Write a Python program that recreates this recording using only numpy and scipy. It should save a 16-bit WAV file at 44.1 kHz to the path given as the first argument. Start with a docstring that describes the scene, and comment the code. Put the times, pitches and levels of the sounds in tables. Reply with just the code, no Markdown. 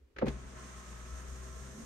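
"""Inside a parked car, a power window closes in the rear door.
The switch clicks; the drive takes up its slack and jolts the glass loose, ringing the door's modes.
Then the motor's unbalanced shaft hums and its worm gear whirs and whines, while the glass
hisses up through its seals and briefly judders."""
import sys
import numpy as np
from scipy import signal
from scipy.fft import rfft, irfft
from scipy.io import wavfile

SR = 44100
rng = np.random.default_rng(int(sys.argv[2]) if len(sys.argv) > 2 else 0)


def to_wav(sig):
    """Store sig (one row per channel, or 1-D mono) as 16-bit WAV at the path in sys.argv[1].

    Samples outside -1..1 are clipped; the rate is SR.
    """
    pcm = np.clip(np.atleast_2d(sig), -1, 1) * 32767
    pcm = np.round(pcm).astype(np.int16)
    wavfile.write(sys.argv[1], SR, pcm.T)  # frames by channels


N = 81585
T = np.arange(N) / SR
HZ = np.fft.rfftfreq(N, 1 / SR)
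PAIR = np.array([[.5], [-.5]])  # splits a difference between left and right


def amp(db):
    """Decibels to gain."""
    return 10 ** (np.asarray(db) / 20)


def unit(x):
    """Scales to rms 1."""
    return x / np.sqrt(np.mean(x ** 2) + 1e-20)


def at_hz(table, hz):
    """Table value, interpolated over log frequency."""
    f, value = np.transpose(table)
    return np.interp(np.log(hz + 1), np.log(f + 1), value)


def curve(table, column=1):
    """One column of a time table, per sample."""
    rows = np.array(table)
    return np.interp(T, rows[:, 0], rows[:, column])


def drift(rate_hz):
    """Low-passed random fluctuation, rms 1."""
    return unit(irfft(rfft(rng.standard_normal(N)) / (1 + (HZ / rate_hz) ** 4), N))


# Stereo balance: f/Hz, left minus right/dB
BALANCE = [(110,3.3),(200,.3),(380,-1),(1290,0),(2380,1.3),(3500,-1),(5000,-5.5),(6400,-7),(8500,-1),(11000,0)]
def side_gains(hz):
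    """Left and right gain."""
    return amp(PAIR * at_hz(BALANCE, hz))


# Stereo width (alike in the bass, wide above, opposed near 10.5 kHz): f/Hz, left-right correlation
CORRELATION = [(60,.96),(130,.92),(290,.6),(640,.25),(1400,.25),(3000,0),(6500,.15),(9200,.5),(10500,-.6),(11600,.5)]
def side_phases(hz):
    """Left and right phase of a tone, further apart above the bass."""
    return PAIR * np.arccos(np.clip(at_hz(CORRELATION, hz), -1, 1))


def noise(spectrum, tilt_db_per_oct=0, tilt_from_hz=700):
    """Coloured noise, rms 1, with stereo balance and width set by frequency."""
    left, independent = rfft(rng.standard_normal((2, N)))
    correlation = np.clip(at_hz(CORRELATION, HZ), -1, 1)
    right = correlation * left + np.sqrt(1 - correlation ** 2) * independent
    shape_db = at_hz(spectrum, HZ) + tilt_db_per_oct * np.log2(np.maximum(HZ / tilt_from_hz, 1))
    return unit(irfft(np.array([left, right]) * side_gains(HZ) * amp(shape_db), N))


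# Cabin background spectrum: f/Hz, relative level/dB
AMBIENCE_SPECTRUM = [(20,-15),(45,-4.5),(72,0.5),(105,-25),(250,-13.5),(430,-9),(650,-26.5),(2000,-29),(15000,-47)]
def ambience(level_db=-70):
    """Faint, steady low noise in the cabin."""
    return amp(level_db) * noise(AMBIENCE_SPECTRUM)


# Cabin decay: f/Hz, t60/s
CABIN_DECAY = [(100,0.054),(500,0.18),(2000,0.23),(10000,0.016)]
def cabin(x, wet_db):
    """Direct sound plus the short reflections of the padded cabin."""
    hz, t, bins = signal.stft(rng.standard_normal((2, SR // 3)), SR, nperseg=256)
    decay = amp(-60 * t / at_hz(CABIN_DECAY, hz)[:, None])
    tail = signal.istft(bins * decay, SR, nperseg=256)[1]
    tail[:, :SR // 400] = 0  # 2.5 ms pre-delay
    return x + amp(wet_db) * signal.fftconvolve(x, tail / np.linalg.norm(tail[0]), axes=1)[:, :N]


# Two booms, then two judders: t/s, length/s, f/Hz, level/dB
LOW_SWELLS = [(.005,0.066,65,-55.5),(0.14,0.22,61.7,-46.5),(1.729,0.06,210,-52.5),(1.773,0.058,228.7,-44)]
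def booms_and_judders():
    """Brief low tones: soft booms in the cabin, then the glass juddering in its channel."""
    out = np.zeros(N)
    for start_s, length_s, hz, db in LOW_SWELLS:
        swell = np.sin(np.pi * np.clip((T - start_s) / length_s, 0, 1))
        out += amp(db) * swell * np.sin(2 * np.pi * hz * (T - start_s) + 0.21 * drift(40))
    return out


# Snaps and crunches: t/s, level/dB, treble tilt/(dB/oct), rise/s, t60/s
CLICK_EVENTS = [(0.1608,-42,-3,0.0039,0.051),(0.1834,-33,-1,0.0027,0.035),(0.2124,-31,-8,0.0062,0.054),(0.2557,-52,5.5,0.0022,0.1),(.264,-39.5,-0.5,0.0041,0.068),(0.276,-43.5,1,0.0016,0.026),(0.281,-37.5,4,0.0011,0.039),(0.2888,-43.5,-0.5,0.0017,0.024)]
# Click spectrum before tilt: f/Hz, relative level/dB
CLICK_SPECTRUM = [(200,-2),(420,-11),(800,-11),(1240,0),(1750,0),(2350,-1),(2900,-8),(4200,-12),(5800,-21.5),(6500,-18),(7200,-30),(9000,-32.5),(12000,-37),(15000,-56)]
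def clicks(tail_db=-20, tail_t60_s=0.47):
    """The plastic switch snaps and the linkage crunches, each with faint scatter from the trim."""
    out = np.zeros((2, N))
    for start_s, db, tilt_db_per_oct, rise_s, t60_s in CLICK_EVENTS:
        t = np.maximum(T - start_s, 0)
        attack = 1 - np.exp(-(t / rise_s) ** 2)
        decay = amp(-60 * t / t60_s) + amp(tail_db - 60 * t / tail_t60_s)
        out += noise(CLICK_SPECTRUM, tilt_db_per_oct) * attack * amp(db) * decay
    return out


# Blows to the door: t/s, level/dB, favoured f/Hz
DOOR_BLOWS = [(0.165,-43.5,390),(.187,-37.5,430),(.213,-37.5,480),(.2218,-17,560),(0.2305,-21,253),(0.2398,-21,326),(0.258,-29.5,137),(.263,-29,850),(0.268,-27.5,467),(0.2805,-25.5,225)]
# Door modes: f/Hz, relative level/dB, t60/s
DOOR_MODES = [(45.3,2,1),(141,-2.5,0.18),(223.7,2,0.047),(268,1.5,0.037),(400,1,0.063),(515,1,0.05),(769,-8,0.062),(888,-7,0.066),(1090,-3,0.029)]
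def knocks(rise_s=.0018, half_width_oct=0.47):
    """Each cushioned blow rings the door's modes, most of all those near its own pitch."""
    out = np.zeros((2, N))
    for start_s, db, centre_hz in DOOR_BLOWS:
        t = np.maximum(T - start_s, 0)
        attack = 1 - np.exp(-(t / rise_s) ** 2)
        for hz, mode_db, t60_s in DOOR_MODES:
            share = 1 / (1 + (np.log2(hz / centre_hz) / half_width_oct) ** 2)
            ring = np.sin(2 * np.pi * hz * t + side_phases(hz)) * side_gains(hz)
            out += share * attack * amp(db + mode_db - 60 * t / t60_s) * ring
    return out


def spin_up(start_s=.256, tau_s=.012):
    """Rises from 0 to 1 as the motor starts."""
    return 1 - np.exp(-np.maximum(T - start_s, 0) / tau_s)


# Friction before trim: t/s, gear whir level/dB, seal hiss level/dB
FRICTION_LEVELS = [(0.31, -62, -65.5), (0.51, -60.5, -64), (0.566, -58.5, -60), (1.492, -60, -60.5),
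                   (1.85, -61, -60.5)]
# Seal hiss and its treble fizz: f/Hz, relative level/dB
HISS_SPECTRUM = [(1500,-28),(3500,-7),(4600,-8.5),(5500,-2.5),(6400,3),(7500,-3.5),(8900,-3),(10500,-19.5),(13000,-52)]
FIZZ_SPECTRUM = [(8500,-55),(11500,19),(12800,0),(15500,-21)]
# Fizz envelope: t/s, relative level/dB
FIZZ_LEVEL = [(.3,-12),(.55,-13),(.75,-8.5),(1.85,-6.5)]
def seals(trim_db=2, fizz_trim_db=-10, grain_db=0.27, swell_db=1.0):
    """The glass slides through felt and rubber with a fine grain, brightening as it rises."""
    hiss = noise(HISS_SPECTRUM) + noise(FIZZ_SPECTRUM) * amp(curve(FIZZ_LEVEL) + fizz_trim_db)
    level_db = curve(FRICTION_LEVELS, column=2) + trim_db + grain_db * drift(400) + swell_db * drift(12)
    return hiss * amp(level_db) * spin_up()


# Gear whir and door panel rumble: f/Hz, relative level/dB
WHIR_SPECTRUM = [(500,-7.5),(640,-2.5),(850,-5.5),(1050,2),(1450,-0.5),(1750,0.5),(2300,-6),(3300,-9.5),(5000,-20),(9000,-36)]
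RUMBLE_SPECTRUM = [(18,-53),(36,3),(60,-10),(102,-10.5),(138,3),(165,-3),(205,3.5),(250,0),(300,-9),(380,-3),(560,-11),(900,-17),(3000,-64)]
# Panel rumble envelope: t/s, level/dB
RUMBLE_LEVEL = [(.26,-34),(.32,-46.5),(.41,-55.5),(.62,-55.5),(.75,-59),(1.5,-57.5),(1.74,-55),(1.85,-50)]
# Gear tones: t/s, whine level/dB, burr level/dB
GEAR_TONE_LEVELS = [(.3,-74.5,-63.5),(.5,-71,-71),(.58,-63,-60),(.85,-66,-64),(.95,-64,-69),(1.2,-58.5,-68),(1.32,-66,-70),(1.52,-63,-63),(1.85,-71,-77)]
def gears(whir_trim_db=2.5, rough_db=0.83, burr_hz=1074, burr_half_width_hz=29):
    """Brushes and worm gear rub, keep a narrow resonance burring and shake the door panel."""
    whir = noise(WHIR_SPECTRUM) * amp(curve(FRICTION_LEVELS) + whir_trim_db + rough_db * drift(45))
    phase = 2 * np.pi * burr_hz * T
    burr = np.array([drift(burr_half_width_hz) * np.cos(phase) + drift(burr_half_width_hz) * np.sin(phase)
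                     for _ in PAIR])
    burr *= amp(curve(GEAR_TONE_LEVELS, column=2))
    rumble = noise(RUMBLE_SPECTRUM) * amp(curve(RUMBLE_LEVEL))
    return (whir + burr + rumble) * spin_up()


# Nominal shaft rate: t/s, f/Hz
SHAFT_RATE = [(.33,62.4),(.52,63.8),(.57,63.0),(.66,64.2),(.72,63.7),(.81,61.3),(.9,60.6),(1.12,62.7),(1.3,64.4),(1.55,63.6),(1.62,64.7),(1.85,65.1)]
def shaft_turns(jitter=.0012):
    """Accumulated turns of the slightly unsteady shaft."""
    return np.cumsum(curve(SHAFT_RATE) * (1 + jitter * drift(8.9)) * spin_up()) / SR


def harmonic(turns, order, db, wander_rad=0.096):
    """One multiple of the shaft rate, in stereo."""
    nominal_hz = order * SHAFT_RATE[0][1]
    phase = 2 * np.pi * (order * turns + rng.random()) + wander_rad * drift(23.5)
    return np.sqrt(2) * amp(db) * np.cos(phase + side_phases(nominal_hz)) * side_gains(nominal_hz)


# Door shake at the shaft rate: t/s, level/dB
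HUM_LEVEL = [(0.27, -44), (0.326, -42), (0.378, -45.5), (0.414, -57), (0.436, -50), (0.848, -53.5),
             (1.008, -46), (1.06, -52), (1.14, -40), (1.252, -48.5), (1.296, -45), (1.716, -50.5),
             (1.778, -63), (1.85, -53)]
# Overtones of the shaft, and those the pane radiates: order, base level/dB
SHAFT_OVERTONES = [(2,-59.5),(3,-66.5),(10,-67),(20,-70.5)]
PANE_OVERTONES = [(6,-64.5),(8,-69)]
# Radiation of the pane as it rises out of the door: t/s, gain/dB
PANE_GAIN = [(.9,-7),(1.08,-0.5)]
def motor(flutter_db=2.0, waver_db=2, whine_waver_db=1.7, whine_order=21,
          usual_hum_db=-43, load_share=0.74):
    """The unbalanced shaft hums, low overtones swell with load, the pane adds more, the gear whines."""
    turns = shaft_turns()
    hum_db = curve(HUM_LEVEL)
    load_db = load_share * (hum_db - usual_hum_db)
    out = harmonic(turns, 1, hum_db + flutter_db * drift(30))
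    for order, db in SHAFT_OVERTONES:
        out += harmonic(turns, order, db + load_db / order + waver_db * drift(8.1))
    for order, db in PANE_OVERTONES:
        out += harmonic(turns, order, db + curve(PANE_GAIN) + waver_db * drift(6.7))
    whine_db = curve(GEAR_TONE_LEVELS) + whine_waver_db * drift(5.3)
    out += harmonic(turns, whine_order, whine_db, wander_rad=0.12)
    return out * spin_up()


def scene():
    """Running window, switch and jolt over the quiet cabin."""
    window = motor() + gears() + seals()
    return window + clicks() + cabin(knocks() + booms_and_judders(), wet_db=-16.0) + ambience()


def record(dry):
    """Low-pass at 15.8 kHz."""
    lowpass = signal.firwin(511, 15800, window=("kaiser", 9), fs=SR)
    return signal.oaconvolve(dry, lowpass[None], "same")


dry = scene()
out = record(dry)
to_wav(out)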